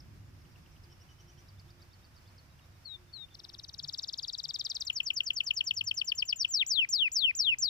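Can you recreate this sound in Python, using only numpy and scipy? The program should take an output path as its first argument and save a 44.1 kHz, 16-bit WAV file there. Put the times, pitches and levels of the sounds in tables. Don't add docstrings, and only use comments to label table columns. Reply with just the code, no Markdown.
import sys
import numpy as np
from scipy import signal
from scipy.fft import rfft, irfft, next_fast_len
from scipy.io import wavfile
from scipy.ndimage import uniform_filter1d

SR = 44100
rng = np.random.default_rng(int(sys.argv[2]) if len(sys.argv) > 2 else 0)


def digitize_waveform(pressure):
    field = np.atleast_2d(pressure).T
    bounded = np.clip(field, -1, 1)
    quanta = np.round(bounded * 32767).astype(np.int16)
    wavfile.write(sys.argv[1], SR, quanta)


N = 339129


def amp(db):
    return 10 ** (np.asarray(db) / 20)


def evened(x):
    return x / np.sqrt(np.mean(x ** 2) + 1e-20)


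def read(points, hz, column=1):
    points = np.array(points, float)
    return np.interp(np.log(hz + 1), np.log(points[:, 0] + 1), points[:, column])


def curve(rows):
    return np.interp(np.arange(N) / SR, *np.transpose(rows))


def drift(hz):
    size = next_fast_len(N)
    f = np.fft.rfftfreq(size, 1 / SR)
    noise = rfft(rng.standard_normal(size))
    return evened(irfft(noise * np.exp(-(f / hz) ** 2), size)[:N])


def stereo_noise(spectrum):
    # frequency in Hz, likeness from 0 to 1.
    likeness = [(30, 0.45), (90, 1), (200, 0.64), (400, 0.61), (800, 0.057), (2000, 0), (15000, 0)]
    hz = np.fft.rfftfreq(N, 1 / SR)
    left, other = rfft(rng.standard_normal((2, N)))
    same = np.clip(read(likeness, hz), -1, 1)
    right = same * left + np.sqrt(1 - same ** 2) * other
    return evened(irfft(np.array([left, right]) * amp(read(spectrum, hz)), N))


def rumble():
    # frequency in Hz, relative level in dB per Hz.
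    rumble_colour = [(12, -38), (20, -7.5), (97, 3), (119, -2), (147, -1.5), (201, -12.5), (241, -13.5),
                     (356, -15), (405, -24.5), (450, -36), (580, -50), (990, -120)]
    # time in seconds, level in dB before the trims.
    rumble_swell = [(0, -52), (.25, -53), (1.1, -58), (1.55, -56.5), (1.8, -57.5), (3.7, -59.5), (4.4, -62),
                    (5.5, -62.5), (5.85, -60.5), (6.2, -63), (7.1, -63), (7.69, -60)]
    gust_db, gust_hz = 0.04, 5
    return stereo_noise(rumble_colour) * amp(curve(rumble_swell) - 1.0 + gust_db * drift(gust_hz))


def air_noise():
    # frequency in Hz, relative level in dB per Hz.
    air_colour = [(200, -15), (450, 0), (700, 1), (1500, 0), (2500, -3), (4000, -8.5), (5300, -4),
                  (7000, -13), (9000, -15.5), (15000, -15)]
    # time in seconds, level in dB before the left-right trim.
    air_level = [(0, -65), (1.5, -65), (3, -65.5), (5, -66), (7.69, -68)]
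    return stereo_noise(air_colour) * amp(curve(air_level) + 0.69 * drift(18))


def low_tones():
    # start in seconds, length in seconds, pitch in Hz, level in dB before the left-right trim.
    tones = [(.08, 0.19, 95.3, -53), (0.698, 0.17, 94.4, -56), (0.807, 0.21, 350, -68),
             (1.152, 0.34, 348.5, -69), (1.498, 0.15, 97.2, -52.5), (1.596, 0.34, 351, -69),
             (2.658, 0.21, 94.2, -59), (2.911, 0.23, 352, -68.5), (3.322, 0.33, 349.4, -71.5),
             (3.78, 0.15, 141.4, -55), (4.42, 0.1, 143, -58), (5.677, 0.3, 99.4, -56.5),
             (6.857, 0.15, 357, -73)]
    out = np.zeros(N)
    wander = 1 + 0.01 * drift(14.0)
    for s, length, hz, db in tones:
        at = np.arange(int(s * SR), min(int((s + length) * SR), N))
        phase = 2 * np.pi * np.cumsum(hz * wander[at]) / SR
        out[at] += amp(db) * signal.windows.tukey(len(at), .7) * np.sin(phase)
    return out


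def background():
    return (rumble() + air_noise() + low_tones()) * amp([[-.8], [.8]])


def tour(shape, notes):
    share, hz, db = np.transpose(shape)
    return [np.c_[s + share * length, hz * pitch, db + level] for s, length, pitch, level in notes]


def syrinx(tracks, jitter, flutter_db, waver_db, second_db=0, upper_db=0, top_db=0, rasp_db=-70):
    # pitch of the note in Hz, level in dB against the fundamental before the boosts.
    throat = [
        [(2000, -22), (2500, -31), (3000, -46.5), (4400, -40), (5100, -39), (5600, -65.5), (6200, -33.5),
         (6800, -26), (7250, -20)],
        [(2500, -53), (3500, -53), (4400, -41.5), (4800, -36), (5200, -47.5)],
        [(2500, -54.5), (3000, -64.5), (3500, -61), (4000, -67)],
    ]
    boosts_db = [second_db, upper_db, upper_db]
    tremble = 1 + jitter * drift(500)
    unsteady_db = flutter_db * drift(640) + waver_db * drift(110)
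    rasp = amp(rasp_db + 4 * drift(29)) * rng.standard_normal(N)
    out = np.zeros(N)
    for track in tracks:
        s, pitch, level = track.T
        at = np.arange(max(int(s[0] * SR), 0), min(int(s[-1] * SR), N))
        hz = uniform_filter1d(np.interp(at / SR, s, pitch), size=45) * tremble[at]
        loudness = amp(uniform_filter1d(np.interp(at / SR, s, level), size=25) + unsteady_db[at])
        loudness *= signal.windows.tukey(len(at), 60 / len(at))
        phase = 2 * np.pi * np.cumsum(hz) / SR
        tone = np.sin(phase) + rasp[at]
        for harmonic, colour, boost_db in zip([2, 3, 4], throat, boosts_db):
            gape_db = top_db * np.interp(harmonic * hz, [11000, 13500], [0, 1])
            gain = amp(read(colour, hz) + boost_db + gape_db)
            tone += gain * np.sin(harmonic * phase) * (harmonic * hz < SR / 2)
        out[at] += loudness * tone
    return out


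def room(x, gap_s):
    # frequency in Hz, relative level in dB, 60 dB decay time in seconds.
    echo_decay = [(1000, -0.5, 0.33), (2800, 1, 0.23), (3820, 1.5, 0.25), (4970, -5.5, 0.28),
                  (7000, 13, 0.16), (9000, -17, .15), (14500, -7, 0.094)]
    count = 22050
    density = .003 + np.arange(count) / count * .03
    taps = rng.standard_normal((2, count)) * (rng.random((2, count)) < density)
    hz, t, z = signal.stft(taps, SR, nperseg=256)
    z *= amp(read(echo_decay, hz)[:, None] - 60 * t / read(echo_decay, hz, column=2)[:, None])
    tail = signal.istft(z, SR, nperseg=256)[1]
    tail *= np.clip(np.arange(tail.shape[1]) / (gap_s * SR), 0, 1) ** 2
    return signal.fftconvolve(x[None], tail / np.linalg.norm(tail[0]), axes=1)[:, :N]


def far_bird():
    # share of the syllable from 0 to 1, pitch in Hz, level in dB.
    slide_shape, rise_shape = [(0, 6070, -3), (.3, 5350, 2.5), (.7, 4920, 1.5), (1, 4460, -41)], [(0, 5150, -9), (.4, 5650, -2), (.7, 5850, 0),
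                                                  (1, 5950, -8)]
    hook_shape, pipe_shape = [(0, 6010, -12), (.25, 4960, 2), (.5, 4600, -3), (1, 4480, -6.5)], [(0, 3800, 4), (.3, 3760, -1.5), (.7, 3740, 3.5),
                                                (1, 3700, -12)]
    # start in seconds, length in seconds, pitch factor, added level in dB.
    far_slides, far_rises = [(0, 0.012, 0.99, -54), (0.405, 0.026, 1, -66.5), (.45, 0.01, 0.55, -63),
                             (.514, 0.031, 0.96, -68.5), (.554, .011, 0.54, -61), (.616, .026, 1.01, -69),
                             (0.659, 0.0092, 0.55, -59.5), (.719, 0.021, 1.03, -68),
                             (0.763, 0.0097, 0.55, -61.5), (.832, 0.025, 0.94, -63),
                             (2.589, 0.014, 0.56, -62.5), (2.828, 0.0091, .55, -70), (2.945, .01, .54, -67),
                             (3.057, .01, .54, -68), (3.173, .01, .55, -64), (3.284, .01, .54, -64)], [(.9, 0.041, 0.96, -61), (0.998, 0.035, 0.96, -57.5),
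                                                 (1.088, 0.047, 1.01, -64), (1.186, 0.036, 1, -59.5),
                                                 (1.275, 0.034, 1.01, -59), (1.37, 0.039, 1, -62.5),
                                                 (1.464, 0.027, .68, -70), (1.572, 0.024, 0.62, -65.5),
                                                 (1.68, 0.023, 0.625, -63), (1.795, 0.024, .67, -64),
                                                 (1.903, 0.026, 0.64, -65), (2.018, 0.025, 0.65, -65),
                                                 (2.135, 0.028, 0.66, -68), (2.25, 0.025, 0.61, -65.5)]
    far_hooks, far_pipes = [(1.482, 0.023, 1.02, -55), (1.594, 0.014, 0.99, -55.5),
                            (1.702, 0.015, 1.01, -55.5), (1.817, 0.016, 1.01, -54.5),
                            (1.928, 0.022, 0.97, -57.5), (2.04, 0.019, 0.99, -57.5),
                            (2.156, 0.039, .99, -59.5), (2.27, .03, 0.96, -61.5),
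                            (2.377, 0.026, 0.97, -56.5)], [(.21, 0.092, 1.84, -86), (.9, 0.041, .81, -69.5),
                                               (1, 0.035, 0.78, -67.5), (1.088, 0.045, 0.8, -63),
                                               (1.185, 0.031, .81, -66), (1.275, 0.036, 0.83, -68),
                                               (1.375, 0.019, 0.84, -67), (2.5, 0.04, 1.02, -72),
                                               (2.61, 0.048, 1, -69), (2.72, 0.05, 1.01, -74),
                                               (2.96, 0.037, 1, -74), (3.07, 0.045, 0.96, -69),
                                               (3.305, 0.044, 0.95, -62)]
    tracks = tour(slide_shape, far_slides) + tour(rise_shape, far_rises)
    tracks += tour(hook_shape, far_hooks) + tour(pipe_shape, far_pipes)
    song = syrinx(tracks, jitter=0.016, flutter_db=3.0, waver_db=-1.6)
    return amp(-3.5) * song + amp(-12.0) * room(song, gap_s=0.0013)


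def soft_chirps():
    # share of the syllable from 0 to 1, pitch in Hz, level in dB.
    chirp_shape = [(0, 4460, -23), (.1, 4450, -1), (.27, 4200, -1), (.45, 3873, -1.5), (.66, 3760, 1.5),
                   (.9, 3600, -1), (.965, 3570, -3), (1, 3350, -30)]
    # start in seconds, length in seconds, pitch factor, added level in dB.
    chirp_notes = [(2.846, 0.12, 0.997, -42), (3.125, 0.13, 1, -43)]
    return syrinx(tour(chirp_shape, chirp_notes), jitter=0.00084, flutter_db=0.3, waver_db=1.6,
                  second_db=8.5, upper_db=-5, rasp_db=-60)


def opening_ticks():
    # share of the syllable from 0 to 1, pitch in Hz, level in dB.
    tick_shape = [(0, 6300, -17), (.2, 5630, -17), (.39, 5430, -7), (.64, 4820, -4.5), (.88, 3750, -3),
                  (.95, 3350, -1), (1, 3280, -6)]
    # start in seconds, length in seconds, pitch factor, added level in dB.
    tick_notes = [(3.3404, 0.016, 1.05, -42), (3.3872, 0.018, 1.03, -41), (3.4351, 0.019, 0.99, -40),
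                  (3.4837, 0.019, 1.02, -42), (3.529, 0.023, 1.02, -41.5), (3.5803, 0.021, 1.06, -40),
                  (3.628, 0.0233, 1.08, -41), (3.6788, 0.021, 1.07, -38.5), (3.729, 0.021, 1.08, -39)]
    return syrinx(tour(tick_shape, tick_notes), jitter=0.0027, flutter_db=3.0, waver_db=0.6,
                  second_db=15, upper_db=-6, top_db=-18, rasp_db=-30)


def swelling_trill():
    # share of the syllable from 0 to 1, pitch in Hz, level in dB.
    zip_shape, kink_shape = [(0, 7220, -21), (.08, 7200, -12.5), (.22, 6440, -16), (.42, 5540, -3.5),
                             (.64, 5060, -0.5), (.8, 4300, -0.5), (.9, 3650, -0.5), (.96, 3390, -5),
                             (1, 3260, -27)], [(0, 7250, -22), (.07, 7230, -13), (.19, 6330, -17),
                                          (.33, 5400, 0), (.47, 4940, -6.5), (.7, 4540, -3.5),
                                          (.89, 3760, -0.5), (.95, 3380, -2), (1, 3300, -28)]
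    # start in seconds, length in seconds, pitch factor, added level in dB.
    zip_notes, kink_notes = [(3.7793, 0.024, 0.96, -35.5), (3.8258, 0.027, 1, -35),
                             (3.875, 0.026, 0.99, -33), (3.9246, 0.027, 1, -33), (3.974, 0.026, 1.04, -32),
                             (4.02, 0.03, 1.005, -33), (4.0732, 0.0279, 0.98, -32.5),
                             (4.1253, 0.021, 1, -31.5), (4.1742, 0.027, 0.96, -31.5)], [(4.2226, 0.03, 0.98, -31), (4.2731, 0.031, 0.99, -31),
                                           (4.324, 0.031, 1.01, -32), (4.3761, 0.03, 1.03, -31),
                                           (4.431, 0.029, 1.004, -30.5), (4.4805, 0.032, 1, -31),
                                           (4.5336, 0.032, 1.014, -29.5), (4.587, 0.031, 1.004, -29),
                                           (4.641, 0.0307, 1.004, -28.5), (4.6911, 0.031, 1.022, -29),
                                           (4.7435, 0.029, 1.044, -30.0), (4.7999, 0.027, 1.05, -28)]
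    return syrinx(tour(zip_shape, zip_notes) + tour(kink_shape, kink_notes), jitter=0.003,
                  flutter_db=.9, waver_db=.4, second_db=7, upper_db=-1, top_db=-11, rasp_db=-33.0)


def gate(t, length, attack_s, release_s):
    opening = np.minimum(t / attack_s, (length - t) / release_s)
    return 20 * np.log10(np.clip(opening, 1e-2, 1))


def slide(s, length, end_hz, db):
    # pitch in Hz, level in dB.
    slide_carry = [(4000, -6), (4350, 1.5), (4650, -3.5), (5500, 1.5), (6000, -10.5), (6500, -24),
                   (7300, -13.5)]
    top_hz, hold_s, attack_s, release_s = 7170, 0.0084, .003, 0.0085
    straight_s, bow_hz_per_s = 0.064, 21000
    t = np.arange(int(length * SR)) / SR
    fall = np.interp(t, [hold_s, length], [0, 1])
    bow = bow_hz_per_s * (length - straight_s) * np.sin(np.pi * fall ** 2)
    hz = top_hz + (end_hz - top_hz) * fall + bow
    return np.c_[s + t, hz, db + read(slide_carry, hz) + gate(t, length, attack_s, release_s)]


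def falling_slides():
    # start in seconds, length in seconds, closing pitch in Hz, level in dB before the carry.
    slide_notes = [(4.8484, 0.043, 3830, -30), (4.9267, 0.065, 4080, -29.5), (5.0298, 0.064, 4090, -29.5),
                   (5.1334, 0.061, 4170, -28), (5.2332, 0.061, 4160, -29), (5.3325, 0.062, 4080, -29),
                   (5.4356, 0.061, 4080, -29.5), (5.5358, 0.062, 4100, -28.5), (5.6391, 0.06, 4150, -28.0),
                   (5.7367, 0.064, 4040, -29), (5.838, 0.063, 4180, -27.5), (5.9398, 0.065, 4150, -28),
                   (6.0439, 0.063, 4190, -27.5), (6.1488, 0.064, 4160, -27.5), (6.2514, 0.066, 4090, -28),
                   (6.358, 0.079, 4070, -24.5)]
    return syrinx([slide(*row) for row in slide_notes], jitter=.002, flutter_db=0.04, waver_db=0.76,
                  second_db=1.5, upper_db=1, top_db=3, rasp_db=-47)


def chip_clicks(notes):
    click_db, decay_s, click_hz = -23, 0.00067, 1980
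    out = np.zeros(N)
    t = np.arange(SR // 100) / SR
    for s, length, pitch, db in notes:
        out[int((s + .7 * length) * SR)] = amp(db + click_db)
    return np.convolve(out, np.exp(-t / decay_s) * np.sin(2 * np.pi * click_hz * t))[:N]


def sharp_chips():
    # share of the syllable from 0 to 1, pitch in Hz, level in dB.
    chip_shape = [(0, 3950, -24), (.145, 3530, -26), (.31, 3340, -12.5), (.5, 3008, 5), (.625, 2884, 3.5),
                  (.72, 2650, -1), (.84, 2512, -4), (1, 2350, -16.5)]
    # start in seconds, length in seconds, pitch factor, added level in dB.
    chip_notes = [(4.8938, 0.015, 1.012, -24), (4.9972, 0.014, 1, -23.5), (5.0977, 0.015, 1, -23.5),
                  (5.201, 0.011, 1.01, -21.5), (5.3004, 0.011, 1.017, -21.5), (5.399, 0.015, 1.013, -22.5),
                  (5.5022, 0.014, 1.01, -21), (5.6025, 0.014, 1.02, -23), (5.7036, 0.014, 1.036, -22.5),
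                  (5.8034, 0.016, 1.012, -24.5), (5.9061, 0.015, 1.02, -24), (6.008, 0.017, 1.023, -25),
                  (6.1134, 0.015, 1.027, -22.5), (6.217, 0.017, 1.01, -23), (6.3207, 0.016, 1.02, -23.5),
                  (6.4407, 0.017, 1.026, -22)]
    voice = syrinx(tour(chip_shape, chip_notes), jitter=0.01, flutter_db=.6, waver_db=.4,
                   second_db=8.0, upper_db=7.5, rasp_db=-47.0)
    return voice + chip_clicks(chip_notes)


def whistle(s, length, hold_s, sag_s, low_hz, attack_s, close_s):
    # pitch in Hz, level in dB.
    whistle_carry = [(2000, -13.5), (2550, -3), (2850, -5), (3050, 1.5), (3400, -4), (4200, -10),
                     (4500, -3.5), (4850, -6.5), (5150, -1), (5750, -4), (6200, -14.5), (7200, -14)]
    top_hz, level_db, release_s = 7368, -20.5, 0.0047
    leap_s, leap_depth = 0.0068, 0.47
    close_depth = 0.36
    bend_s = .005
    t = np.arange(int(length * SR)) / SR
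    relaxing = bend_s * np.logaddexp(0, (t - hold_s) / bend_s)
    close = 1 - close_depth * np.maximum(1 - (length - t) / close_s, 0) ** 2
    hz = (low_hz + (top_hz - low_hz) * np.exp(-relaxing / sag_s)) * close
    leap = 1 - leap_depth * np.maximum(1 - t / leap_s, 0) ** 2
    db = level_db + read(whistle_carry, hz) + gate(t, length, attack_s, release_s)
    return np.c_[s + t, hz * leap, db]


def long_whistles():
    # start in seconds, length in seconds, hold in seconds, sag time in seconds,
    # pitch sagged towards in Hz, attack in seconds, closing time in seconds.
    whistle_notes = [(6.476, .161, .031, .138, 0, .035, .035),
                     (6.6625, .192, .0175, .088, 1490, .003, .009),
                     (6.8876, 0.198, .014, .088, 1640, .003, .009),
                     (7.1159, 0.2, .016, .083, 1760, .003, .009),
                     (7.3493, 0.199, .0165, .082, 1800, .003, .009),
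                     (7.5837, 0.199, .015, .084, 1750, .003, .009)]
    return syrinx([whistle(*row) for row in whistle_notes], jitter=0.0011, flutter_db=.3, waver_db=1.0,
                  second_db=-2.0, upper_db=4.0, top_db=2, rasp_db=-50.0)


def microphones(x, sides, lag_ms):
    # delay in milliseconds, level in dB.
    surfaces = [(4.2, -25.5), (7.5, -24.5), (23.8, -38), (25.7, -34), (29, -42), (43.5, -56)]
    size = next_fast_len(N + SR)
    hz = np.fft.rfftfreq(size, 1 / SR)
    ratio = amp(read(sides, hz))

    def late(ms):
        return np.exp(-2j * np.pi * hz * ms / 1000)

    direct = np.array([ratio * late(-lag_ms / 2), late(lag_ms / 2)])
    direct *= np.sqrt(2 / (1 + ratio ** 2))
    echoes = 0
    for k, (ms, db) in enumerate(surfaces):
        right_ms = ms + lag_ms * (-1) ** k
        echoes = echoes + amp(db) * np.array([late(ms), late(right_ms)])
    return irfft(rfft(x, size) * (direct + echoes), size)[:, :N]


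def canary():
    # frequency in Hz, left minus right in dB.
    sides_up, sides_lowered = [(2500, 9.5), (2850, 4.5), (3200, 12), (3450, 8), (3750, 18), (4100, 28),
                               (4400, 9), (4650, 0.5), (4950, 19), (5200, 3), (5500, 4), (6000, -3.5),
                               (6500, 15.5), (7200, 8)], [(2100, 13), (2350, 0.5), (2620, 15.5), (2880, -16),
                                              (3220, 33), (3400, 8.5), (3880, 20), (4250, 9.5), (4550, 9.5),
                                              (4850, 5.5), (5300, 7.5), (5700, 1), (6150, -8), (6600, 5)]
    turn_s = 6.47
    chirps = soft_chirps()
    trill = opening_ticks() + swelling_trill()
    slides = falling_slides()
    chips = sharp_chips()
    whistles = long_whistles()
    song = chirps + trill + slides + chips + whistles
    turned = np.arange(N) > turn_s * SR
    near = microphones(song * ~turned, sides_up, lag_ms=0.21)
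    near += microphones(song * turned, sides_lowered, lag_ms=0.2024)
    aside = chirps + amp(7) * trill + amp(0.5) * slides + amp(-1.0) * chips + amp(-2.5) * whistles
    return near + amp(-26.5) * room(aside, gap_s=.003)


def scene():
    return background() + far_bird() + canary()


def record(dry):
    lowpass = signal.firwin(511, 15500, window=("kaiser", 9), fs=SR)
    return signal.oaconvolve(dry, lowpass[None], "same")


dry = scene()
out = record(dry)
digitize_waveform(out)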